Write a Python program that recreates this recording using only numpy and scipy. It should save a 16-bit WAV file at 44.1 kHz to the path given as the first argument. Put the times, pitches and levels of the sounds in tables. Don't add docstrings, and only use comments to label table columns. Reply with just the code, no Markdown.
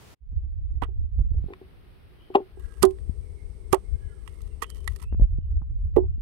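import sys
import numpy as np
from scipy import signal
from scipy.fft import rfft, irfft, next_fast_len
from scipy.io import wavfile
from scipy.ndimage import uniform_filter1d, minimum_filter1d

SR = 44100
rng = np.random.default_rng(int(sys.argv[2]) if len(sys.argv) > 2 else 0)


def output_pcm(signal):
    pcm = np.clip(np.atleast_2d(signal).T, -1, 1) * 32767
    wavfile.write(sys.argv[1], SR, np.round(pcm).astype(np.int16))


N = 273993
TIME = np.arange(N) / SR
CUTOFF_HZ = 15800

# t/s, thud level/dB, thud f/Hz, thud sag/share of pitch, board ring level/dB,
# board pitch/ratio, ring length/ratio, off-centre boost of the low modes/dB, knock f/Hz, knock level/dB,
# contact sharpness f/Hz, flesh level/dB, flesh f/Hz, cut time from skin to board/s, bite level/dB,
# ground thump level/dB, bone crack level/dB, wet squelch level/dB, splinter delay/s,
# splinter level/dB relative to crack and squelch
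CHOPS = [(0.824, -20.5, 290, 0.02, -35.5, 1.22, 0.61, 11, 913, -16.5, 3000, -36.5, 930, .005, -25, -15.5, -34.5, -49, .012, 2),
         (2.354, -9, 440.4, 0.07, -12, 1.057, 0.65, 3, 765, -2.5, 1315, -8.5, 645, 0.0053, -16.5, -48.5, -24.5, -46.5, .004, -4.5),
         (2.834, -5.5, 230, 0.018, -7.5, 1.008, 1.06, 0.5, 1170, -3, 1610, -18.5, 887, .011, -18.5, -8.5, -21.5, -15, .0175, -12.5),
         (3.7311, -10, 440, 0.094, -10, 1.02, 0.51, -11, 1132, -6.5, 3000, -8, 736, 0.0041, -31, -6.5, -21.5, -20, 0.014, -9.5),
         (4.6242, -35.5, 463, 0.067, -37.5, 1.2, 0.64, -4, 1120, -18, 4000, -42, 1480, .004, -41, -61, -27.5, -29.5, 0.0095, -4.5),
         (5.9684, 6.5, 425, 0.03, -9.5, .985, 0.79, 5, 797, -10.5, 800, -10, 552, 0.0065, -17, -12.5, -34, -46.5, 0.0024, -12.5)]
# f/Hz, level/dB, t60/s
BOARD_MODES = [(262, -14.5, 0.1), (325, -7, 0.135), (376.2, 4.5, 0.16), (610, -12.5, 0.056),
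               (686, -9, 0.096), (766, -9, 0.11), (1040, -20.5, 0.15), (1325, -15, 0.045),
               (1900, -25, 0.032)]
# lead on meeting the board/share of the cut time,
# crack level/dB and squelch level/dB relative to the chop's own, decay/s
CUT_STAGES = [(0.92, -10, -14.5, 0.0022), (0.48, -2.5, 0.5, 0.0035), (-0.27, 0, -15.5, 0.0028)]
# f/Hz, level/dB
BLADE_MODES = [(1120, 0.5), (1340, -2), (1965, 3.5), (2900, -4.5), (3310, -4), (3720, -3.5), (4516, -9),
               (6753, -6), (7350, 1.5), (8311, 3.5), (8950, 2.5), (10411, 1.5)]
# t/s, thud level/dB
LIGHT_TAPS = [(0.887, -43), (1.484, -40), (1.504, -34), (1.524, -38), (1.614, -40.5), (2.302, -35.5),
              (2.403, -27), (2.572, -39), (6.038, -33.5)]
# t/s, bone crack level/dB, wet squelch level/dB
GRISTLE_SNAPS = [(0.831, -31.5, -49), (0.845, -42.5, -54), (1.5365, -38, -63.5), (2.343, -41.5, -64.5),
                 (2.9092, -45.5, -45.5), (2.9868, -53, -63.5), (4.2776, -42, -42.5), (4.4188, -64, -44),
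                 (4.629, -33.5, -34), (4.643, -32, -50.5), (4.7022, -44.5, -37), (4.8775, -30.5, -27.5),
                 (4.9621, -41.5, -40), (5.0268, -45, -40)]
# start t/s, end t/s, mid crack level/dB, mid squelch level/dB
FIBRE_TEARS = [(2.595, 2.814, -64, -62.5), (4.218, 4.478, -64, -63.5), (4.633, 5.059, -61.5, -57.5),
               (4.997, 5.041, -56, -58.5)]
# t/s, level/dB, f/Hz
SOFT_PATS = [(1.345, -44, 380), (1.387, -39.5, 323), (2.908, -35, 320), (2.985, -45.5, 450),
             (5.21, -32, 448), (5.619, -49, 950)]
# f/Hz, relative level/dB per Hz
BONE_COLOUR = [(300, -13.5), (700, -11.5), (1200, 8.5), (1600, -7.5), (2000, 4), (2900, -0.5), (4000, -12),
               (6000, -28.5), (12000, -49.5)]
# f/Hz, relative level/dB per Hz
MEAT_COLOUR = [(1500, -27.5), (3000, -3), (4500, 0), (7300, -4.5), (9500, 0.5), (11500, 1.5), (13000, -3.5),
               (15500, -15)]
# f/Hz, relative level/dB per Hz
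SCATTER_COLOUR = [(100, -15), (350, 10.5), (800, -4.5), (3000, 8), (8000, -9.5)]
# start t/s, board left-right level/dB (positive is left), left wind level/dB,
# right wind level/dB, open hiss level/dB, right hiss level/dB, insect level/dB
POSITIONS = [(0.181, -31.5, -32.5, -27.5, -69, -91, -110), (1.341, 2.95, -61.5, -57.5, -51.5, -86.5, -105),
             (2.481, -36, -34, -50.5, -74.5, -52, -68), (4.971, -25.5, -26.5, -25.5, -70, -83.5, -105)]
# t/s, width/s, boost over the wind/dB
STRONG_GUSTS = [(0.369, 0.036, 4), (1.209, 0.036, 9.5), (1.35, 0.037, 6.5), (3.945, 0.018, 15.5),
                (5.229, 0.031, 15.5)]
# t/s, level/dB, f/Hz, left-right level/dB, edge sharpness f/Hz
STRONG_BUMPS = [(1.193, -10, 93, -43, 800), (1.315, -13.5, 81.6, -22.5, 396), (1.441, -12.5, 106, -34, 700),
                (1.46, -12.5, 76, -25, 260), (3.094, -6.5, 98, 35, 350), (5.126, -12, 169, 21.5, 3000),
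                (5.146, -15, 164.6, 17.5, 2500), (5.197, -5, 120, 17, 800), (5.22, -2, 90, -27, 420),
                (5.385, -10, 112, -18, 400)]
# f/Hz, relative level/dB per Hz
RUMBLE_COLOUR = [(20, -7), (35, 3.5), (72, 5), (90, -4.5), (170, -30.5), (300, -40.5), (1200, -71),
                 (4000, -86.5)]
# f/Hz, relative level/dB per Hz
OPEN_HISS_COLOUR = [(30, 12), (70, 18), (150, 7), (250, 0), (380, 2.5), (600, -8), (2500, -13.5),
                    (3800, -18), (5000, -24), (7000, -42), (9000, -27.5), (15000, -30.5)]
# f/Hz, relative level/dB per Hz
RIGHT_HISS_COLOUR = [(60, -2.5), (150, 8.5), (280, -3.5), (410, 8.5), (600, -11), (1100, -16), (1600, -23),
                     (2100, -18.5), (2500, -24), (6000, -26), (7000, -42.5), (8000, -29), (10500, -36),
                     (12500, -39.5)]
# f/Hz, relative level/dB per Hz
OPENING_HISS_COLOUR = [(60, 22), (200, 9.5), (4000, -6), (15000, -15)]
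# t/s, length/s, mid pitch f/Hz, glide/Hz,
# arch/share by which the ends lie below the middle, level/dB
BIRD_CALLS = [(2.154, 0.15, 3140, -39, 0.009, -62.5), (2.529, 0.3, 1640, -22.5, 0.014, -58.5),
              (2.613, 0.16, 1330, -350, .01, -62), (3.848, 0.45, 1690, 135, .11, -65),
              (3.957, 0.26, 3060, 67.5, -0.049, -76.5), (4.062, 0.21, 1320, -460, -.02, -64.5),
              (4.46, 0.1, 2760, -200, .02, -65), (4.582, 0.25, 3100, 97.5, 0.019, -62),
              (5.023, 0.12, 2725, 199, 0.053, -66), (5.403, 0.069, 2880, -130, -.01, -75.5),
              (6.111, 0.063, 2830, -88, -.01, -79)]

CROSSFADE_S = 0.18
PUSH_S, THUD_SETTLE_S = 0.0008, 0.029
FLESH_SPREAD = 1.5
BITE_LEAD_SHARE, BITE_RISE_S, BITE_DECAY_S = 0.41, 0.0012, 0.011
TAP_HZ, TAP_SAG, TAP_KNOCK_HZ, TAP_CONTACT_HZ, TAP_FLESH_HZ = 413.3, 0.12, 800, 940, 570
TAP_RING_DB, TAP_KNOCK_DB, TAP_FLESH_DB = -3.5, -11, -19
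TAP_RING_SHARE = 0.79
SPLINTER_DECAY_S, SNAP_DECAY_S, TEAR_DECAY_S = 0.0023, 0.0014, 0.003
THUMP_HZ, THUMP_T60_S, THUMP_EDGE_HZ = 129, 0.018, 240
BUFFET_DB, BUFFET_HZ, BUFFET_EDGE_HZ = 9.5, 93.4, 270
OPENING_HISS_END_S, OPENING_HISS_FADE_S, OPENING_HISS_DB = 0.15, 0.012, -50
STILL_AIR_DB = -83.5
TWITTER_START_S, TWITTER_END_S, TWITTER_PER_S = 3.2, 4.5, 9
TWITTER_HZ, TWITTER_GLIDE_HZ, TWITTER_DB, TWITTER_SPREAD = 2130, -240, -68, 0.03


def board_blows(thud_t60=0.042, knock_t60=0.023, flesh_t60=0.065):
    out = np.zeros((2, N))
    t = np.arange(SR // 3) / SR
    push = 1 - np.exp(-t / PUSH_S)
    main_hz = max(BOARD_MODES, key=lambda mode: mode[1])[0]
    bedded_s = t - THUD_SETTLE_S * (1 - np.exp(-t / THUD_SETTLE_S))
    for (s, thud_db, thud_hz, sag, ring_db, tuning, length, off_centre_db,
         knock_hz, knock_db, contact_hz, flesh_db, flesh_hz) in chops_and_taps():
        modes = np.zeros(len(t))
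        for hz, db, t60 in BOARD_MODES:
            mode_db = db + off_centre_db * (hz < main_hz) + rng.standard_normal()
            modes += from_db(mode_db) * ring(t, tuning * hz, length * t60)
        flesh = soft_modes(flesh_hz, FLESH_SPREAD, len(t)) * np.exp(-np.log(1000) * t / flesh_t60)
        body = (from_db(ring_db) * modes + from_db(flesh_db) * flesh) * push
        thud = from_db(thud_db) * ring(t - sag * bedded_s, thud_hz, thud_t60)
        knock = from_db(knock_db) * ring(t, knock_hz, knock_t60)
        blow = low_pass(body + thud + knock, contact_hz, order=3)
        add(out, s, -board_sides(s) * blow)
    return out


def chops_and_taps():
    taps = [(s, db, TAP_HZ, TAP_SAG, db + TAP_RING_DB, 1, TAP_RING_SHARE, 0,
             TAP_KNOCK_HZ, db + TAP_KNOCK_DB, TAP_CONTACT_HZ, db + TAP_FLESH_DB, TAP_FLESH_HZ)
            for s, db in LIGHT_TAPS]
    return [row[:13] for row in CHOPS] + taps


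def bites():
    out = np.zeros((2, N))
    t = np.arange(-SR // 30, SR // 20) / SR
    for row in CHOPS:
        s, (flesh_hz, cut_s, bite_db) = row[0], row[12:15]
        bite = soft_modes(flesh_hz, FLESH_SPREAD, len(t)) * swell(t, BITE_RISE_S, BITE_DECAY_S)
        add(out, s - BITE_LEAD_SHARE * cut_s + t[0], board_sides(s) * from_db(bite_db) * bite)
    return out


def crunches(rise_s=0.00078, grain_db=6.0, linger_db=-24, creep_s=0.005, linger_s=0.0052):
    bone, meat = np.zeros((2, N)), np.zeros((2, N))
    t = np.arange(-SR // 50, SR // 12) / SR
    for s, crack_db, squelch_db, decay_s in breaks():
        run = swell(t, rise_s, decay_s) + from_db(linger_db) * swell(t, creep_s, linger_s)
        click_db = grain_db * np.minimum(rng.exponential(1, (2, len(t))), 4)
        clicks = rng.standard_normal((2, len(t))) * from_db(click_db)
        add(bone, s + t[0], board_sides(s) * from_db(crack_db) * run * rms_one(clicks[0]))
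        add(meat, s + t[0], board_sides(s) * from_db(squelch_db) * run * rms_one(clicks[1]))
    crunch = coloured(bone, BONE_COLOUR) + coloured(meat, MEAT_COLOUR)
    return crunch + blade_ring(crunch)


def breaks(tears_per_stretch=30, spread_db=5.0):
    rows = [(*snap, SNAP_DECAY_S) for snap in GRISTLE_SNAPS]
    for row in CHOPS:
        s, cut_s = row[0], row[13]
        crack_db, squelch_db, splinter_s, splinter_db = row[16:]
        for lead, stage_crack_db, stage_squelch_db, decay_s in CUT_STAGES:
            rows.append((s - lead * cut_s, crack_db + stage_crack_db, squelch_db + stage_squelch_db, decay_s))
        rows.append((s + splinter_s, crack_db + splinter_db, squelch_db + splinter_db, SPLINTER_DECAY_S))
    for start_s, end_s, crack_db, squelch_db in FIBRE_TEARS:
        for when, strength in rng.random((tears_per_stretch, 2)):
            s = start_s + when * (end_s - start_s)
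            change_db = spread_db * (2 * strength - 1)
            rows.append((s, crack_db + change_db, squelch_db + change_db, TEAR_DECAY_S))
    return rows


def blade_ring(x, t60=0.022, ring_db=-6):
    t = np.arange(SR // 10) / SR
    modes = sum(from_db(db) * ring(t, hz, t60) for hz, db in BLADE_MODES)
    response = modes[None] / np.linalg.norm(modes)
    return from_db(ring_db) * signal.fftconvolve(x, response, axes=1)[:, :N]


def pats(rise_s=0.0011, decay_s=0.0067, spread=1.28):
    out = np.zeros((2, N))
    t = np.arange(-SR // 50, SR // 20) / SR
    for s, db, hz in SOFT_PATS:
        pat = soft_modes(hz, spread, len(t)) * swell(t, rise_s, decay_s)
        add(out, s + t[0], board_sides(s) * from_db(db) * pat)
    return out


def thumps():
    out = np.zeros((2, N))
    t = np.arange(SR // 6) / SR
    thump = low_pass(ring(t, THUMP_HZ, THUMP_T60_S), THUMP_EDGE_HZ)
    for row in CHOPS:
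        s, cut_s, thump_db = row[0], row[13], row[15]
        add(out, s - cut_s, -board_sides(s) * from_db(thump_db) * thump)
    return out


def surroundings(x, t60=0.12, wet_db=-26):
    t = np.arange(SR // 2) / SR
    tail = coloured(rng.standard_normal((2, len(t))), SCATTER_COLOUR) * np.exp(-np.log(1000) * t / t60)
    tail /= np.sqrt(np.sum(tail ** 2, axis=1, keepdims=True))
    return from_db(wet_db) * signal.fftconvolve(x, tail, axes=1)[:, :N]


def wind(gust_db=4.0, bump_cycles=1.46, weak_bumps=16):
    eddies = noise(RUMBLE_COLOUR)
    eddies /= np.sqrt(uniform_filter1d(eddies ** 2, size=SR // 10, axis=1))
    flow = np.array([by_position(from_db(db)) for db in np.transpose(POSITIONS)[2:4]])
    gust = sum(db * np.exp(-((TIME - s) / width_s) ** 2) for s, width_s, db in STRONG_GUSTS)
    out = flow * from_db(gust + gust_db * drift(21)) * eddies
    t = np.arange(SR // 6) / SR
    for s, db, hz, side_db, edge_hz in STRONG_BUMPS:
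        bump = low_pass(ring(t, hz, bump_cycles / hz), edge_hz, order=3)
        add(out, s, sides(side_db) * from_db(db) * bump)
    buffet = from_db(BUFFET_DB) * low_pass(ring(t, BUFFET_HZ, bump_cycles / BUFFET_HZ), BUFFET_EDGE_HZ)
    for k, at in enumerate(rng.integers(0, N, weak_bumps)):
        port_gains = np.eye(2)[k % 2] * flow[:, at]
        add(out, at / SR, np.outer(port_gains, buffet))
    return out


def outdoors(right_pan_db=-22, insect_hz=8600, insect_width_hz=520):
    open_gain, right_gain, insect_gain = (by_position(from_db(db)) for db in np.transpose(POSITIONS)[4:])
    opening_fade = np.clip((OPENING_HISS_END_S - TIME) / OPENING_HISS_FADE_S, 0, 1)
    opening_hiss = from_db(OPENING_HISS_DB) * opening_fade * noise(OPENING_HISS_COLOUR)
    b, a = signal.iirpeak(insect_hz, insect_hz / insect_width_hz, fs=SR)
    insects = rms_one(signal.lfilter(b, a, rng.standard_normal(N)))
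    right = right_gain * noise(RIGHT_HISS_COLOUR, channels=1) + insect_gain * insects
    open_hiss = (open_gain + from_db(STILL_AIR_DB)) * noise(OPEN_HISS_COLOUR)
    return open_hiss + opening_hiss + sides(right_pan_db) * right


def birds(waver=0.024, flutter_db=4.5, direct_db=-1):
    out = np.zeros((2, N))
    wobble = 1 + waver * drift(250)
    flutter = from_db(flutter_db * drift(54))
    for s, length_s, middle_hz, glide_hz, arch, db in BIRD_CALLS + twitter():
        during = (TIME >= s) & (TIME < s + length_s)
        u = (TIME[during] - s) / length_s
        arched_hz = middle_hz * (1 - arch * (2 * u - 1) ** 2)
        hz = (arched_hz + glide_hz * (u - 0.5)) * wobble[during]
        tone = np.sin(2 * np.pi * np.cumsum(hz) / SR)
        call = tone * np.sin(np.pi * u) * flutter[during]
        add(out, s, board_sides(s + length_s / 2) * from_db(db) * call)
    return from_db(direct_db) * out + surroundings(out, t60=0.46, wet_db=-6.5)


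def twitter():
    starts = np.arange(TWITTER_START_S, TWITTER_END_S, 1 / TWITTER_PER_S)
    rows = []
    for s, (late, high) in zip(starts, rng.random((len(starts), 2))):
        start_s = s + late / TWITTER_PER_S / 2
        middle_hz = TWITTER_HZ * (1 + TWITTER_SPREAD * (2 * high - 1))
        rows.append((start_s, 1 / TWITTER_PER_S, middle_hz, TWITTER_GLIDE_HZ, 0, TWITTER_DB))
    return rows


def board_sides(s):
    starts, side_db = np.transpose(POSITIONS)[:2]
    position = np.searchsorted(starts + CROSSFADE_S / 2, s) - 1
    return sides(side_db[max(0, position)])


def by_position(values):
    starts = np.array([row[0] for row in POSITIONS])
    faded_in = np.sin(np.pi / 2 * np.clip((TIME - starts[:, None]) / CROSSFADE_S, 0, 1)) ** 2
    return np.diff(values, prepend=0) @ faded_in


def spaced_ports(x, lead_s=0.00024):
    return np.array([np.interp(TIME + lead_s, TIME, x[0]), x[1]])


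def from_db(db):
    return 10 ** (np.asarray(db) / 20)


def rms_one(x):
    return x / np.sqrt(np.mean(x ** 2) + 1e-20)


def sides(pan_db):
    return from_db(np.minimum(0, np.array([pan_db, -pan_db]))).reshape(2, -1)


def coloured(x, spectrum):
    hz, level_db = np.transpose(spectrum)
    size = next_fast_len(x.shape[-1])
    grid = np.maximum(np.fft.rfftfreq(size, 1 / SR), 1)
    gain = from_db(np.interp(np.log(grid), np.log(hz), level_db))
    gain *= np.minimum(1, grid / hz[0]) ** 2
    gain *= grid < CUTOFF_HZ
    return irfft(rfft(x, size) * rms_one(gain), size)[..., :x.shape[-1]]


def noise(spectrum, channels=2):
    return coloured(rng.standard_normal((channels, N)), spectrum)


def drift(rate):
    knots = rng.standard_normal(8000)
    return np.interp(TIME * rate, np.arange(len(knots)), knots)


def ring(t, hz, t60):
    return np.sin(2 * np.pi * hz * t) * np.exp(-np.log(1000) * t / t60)


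def swell(t, rise_s, decay_s):
    return np.exp(np.minimum(t / rise_s, -t / decay_s))


def soft_modes(hz, spread, size):
    band = signal.butter(3, [hz / spread, hz * spread], "band", fs=SR, output="sos")
    return rms_one(signal.sosfilt(band, rng.standard_normal(size)))


def low_pass(x, hz, order=2):
    return signal.sosfilt(signal.butter(order, hz, fs=SR, output="sos"), x)


def add(out, s, sound):
    at = max(0, round(s * SR))
    out[:, at:at + sound.shape[1]] += sound[:, :N - at]


def scene(board_low_hz=215):
    bass_cut = signal.butter(3, board_low_hz, "high", fs=SR, output="sos")
    cleaver = signal.sosfilt(bass_cut, board_blows() + bites()) + crunches()
    close_sounds = spaced_ports(cleaver + pats())
    return close_sounds + surroundings(close_sounds) + thumps() + wind() + outdoors() + birds()


def record(dry):
    ceiling = 0.95
    room_left = ceiling / np.maximum(ceiling, np.abs(dry).max(axis=0))
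    gain = uniform_filter1d(minimum_filter1d(room_left, size=SR // 200), size=SR // 200)
    top_cut = signal.cheby2(16, 70, CUTOFF_HZ + 1000, fs=SR, output="sos")
    return signal.sosfilt(top_cut, dry * gain)


dry = scene()
out = record(dry)
output_pcm(out)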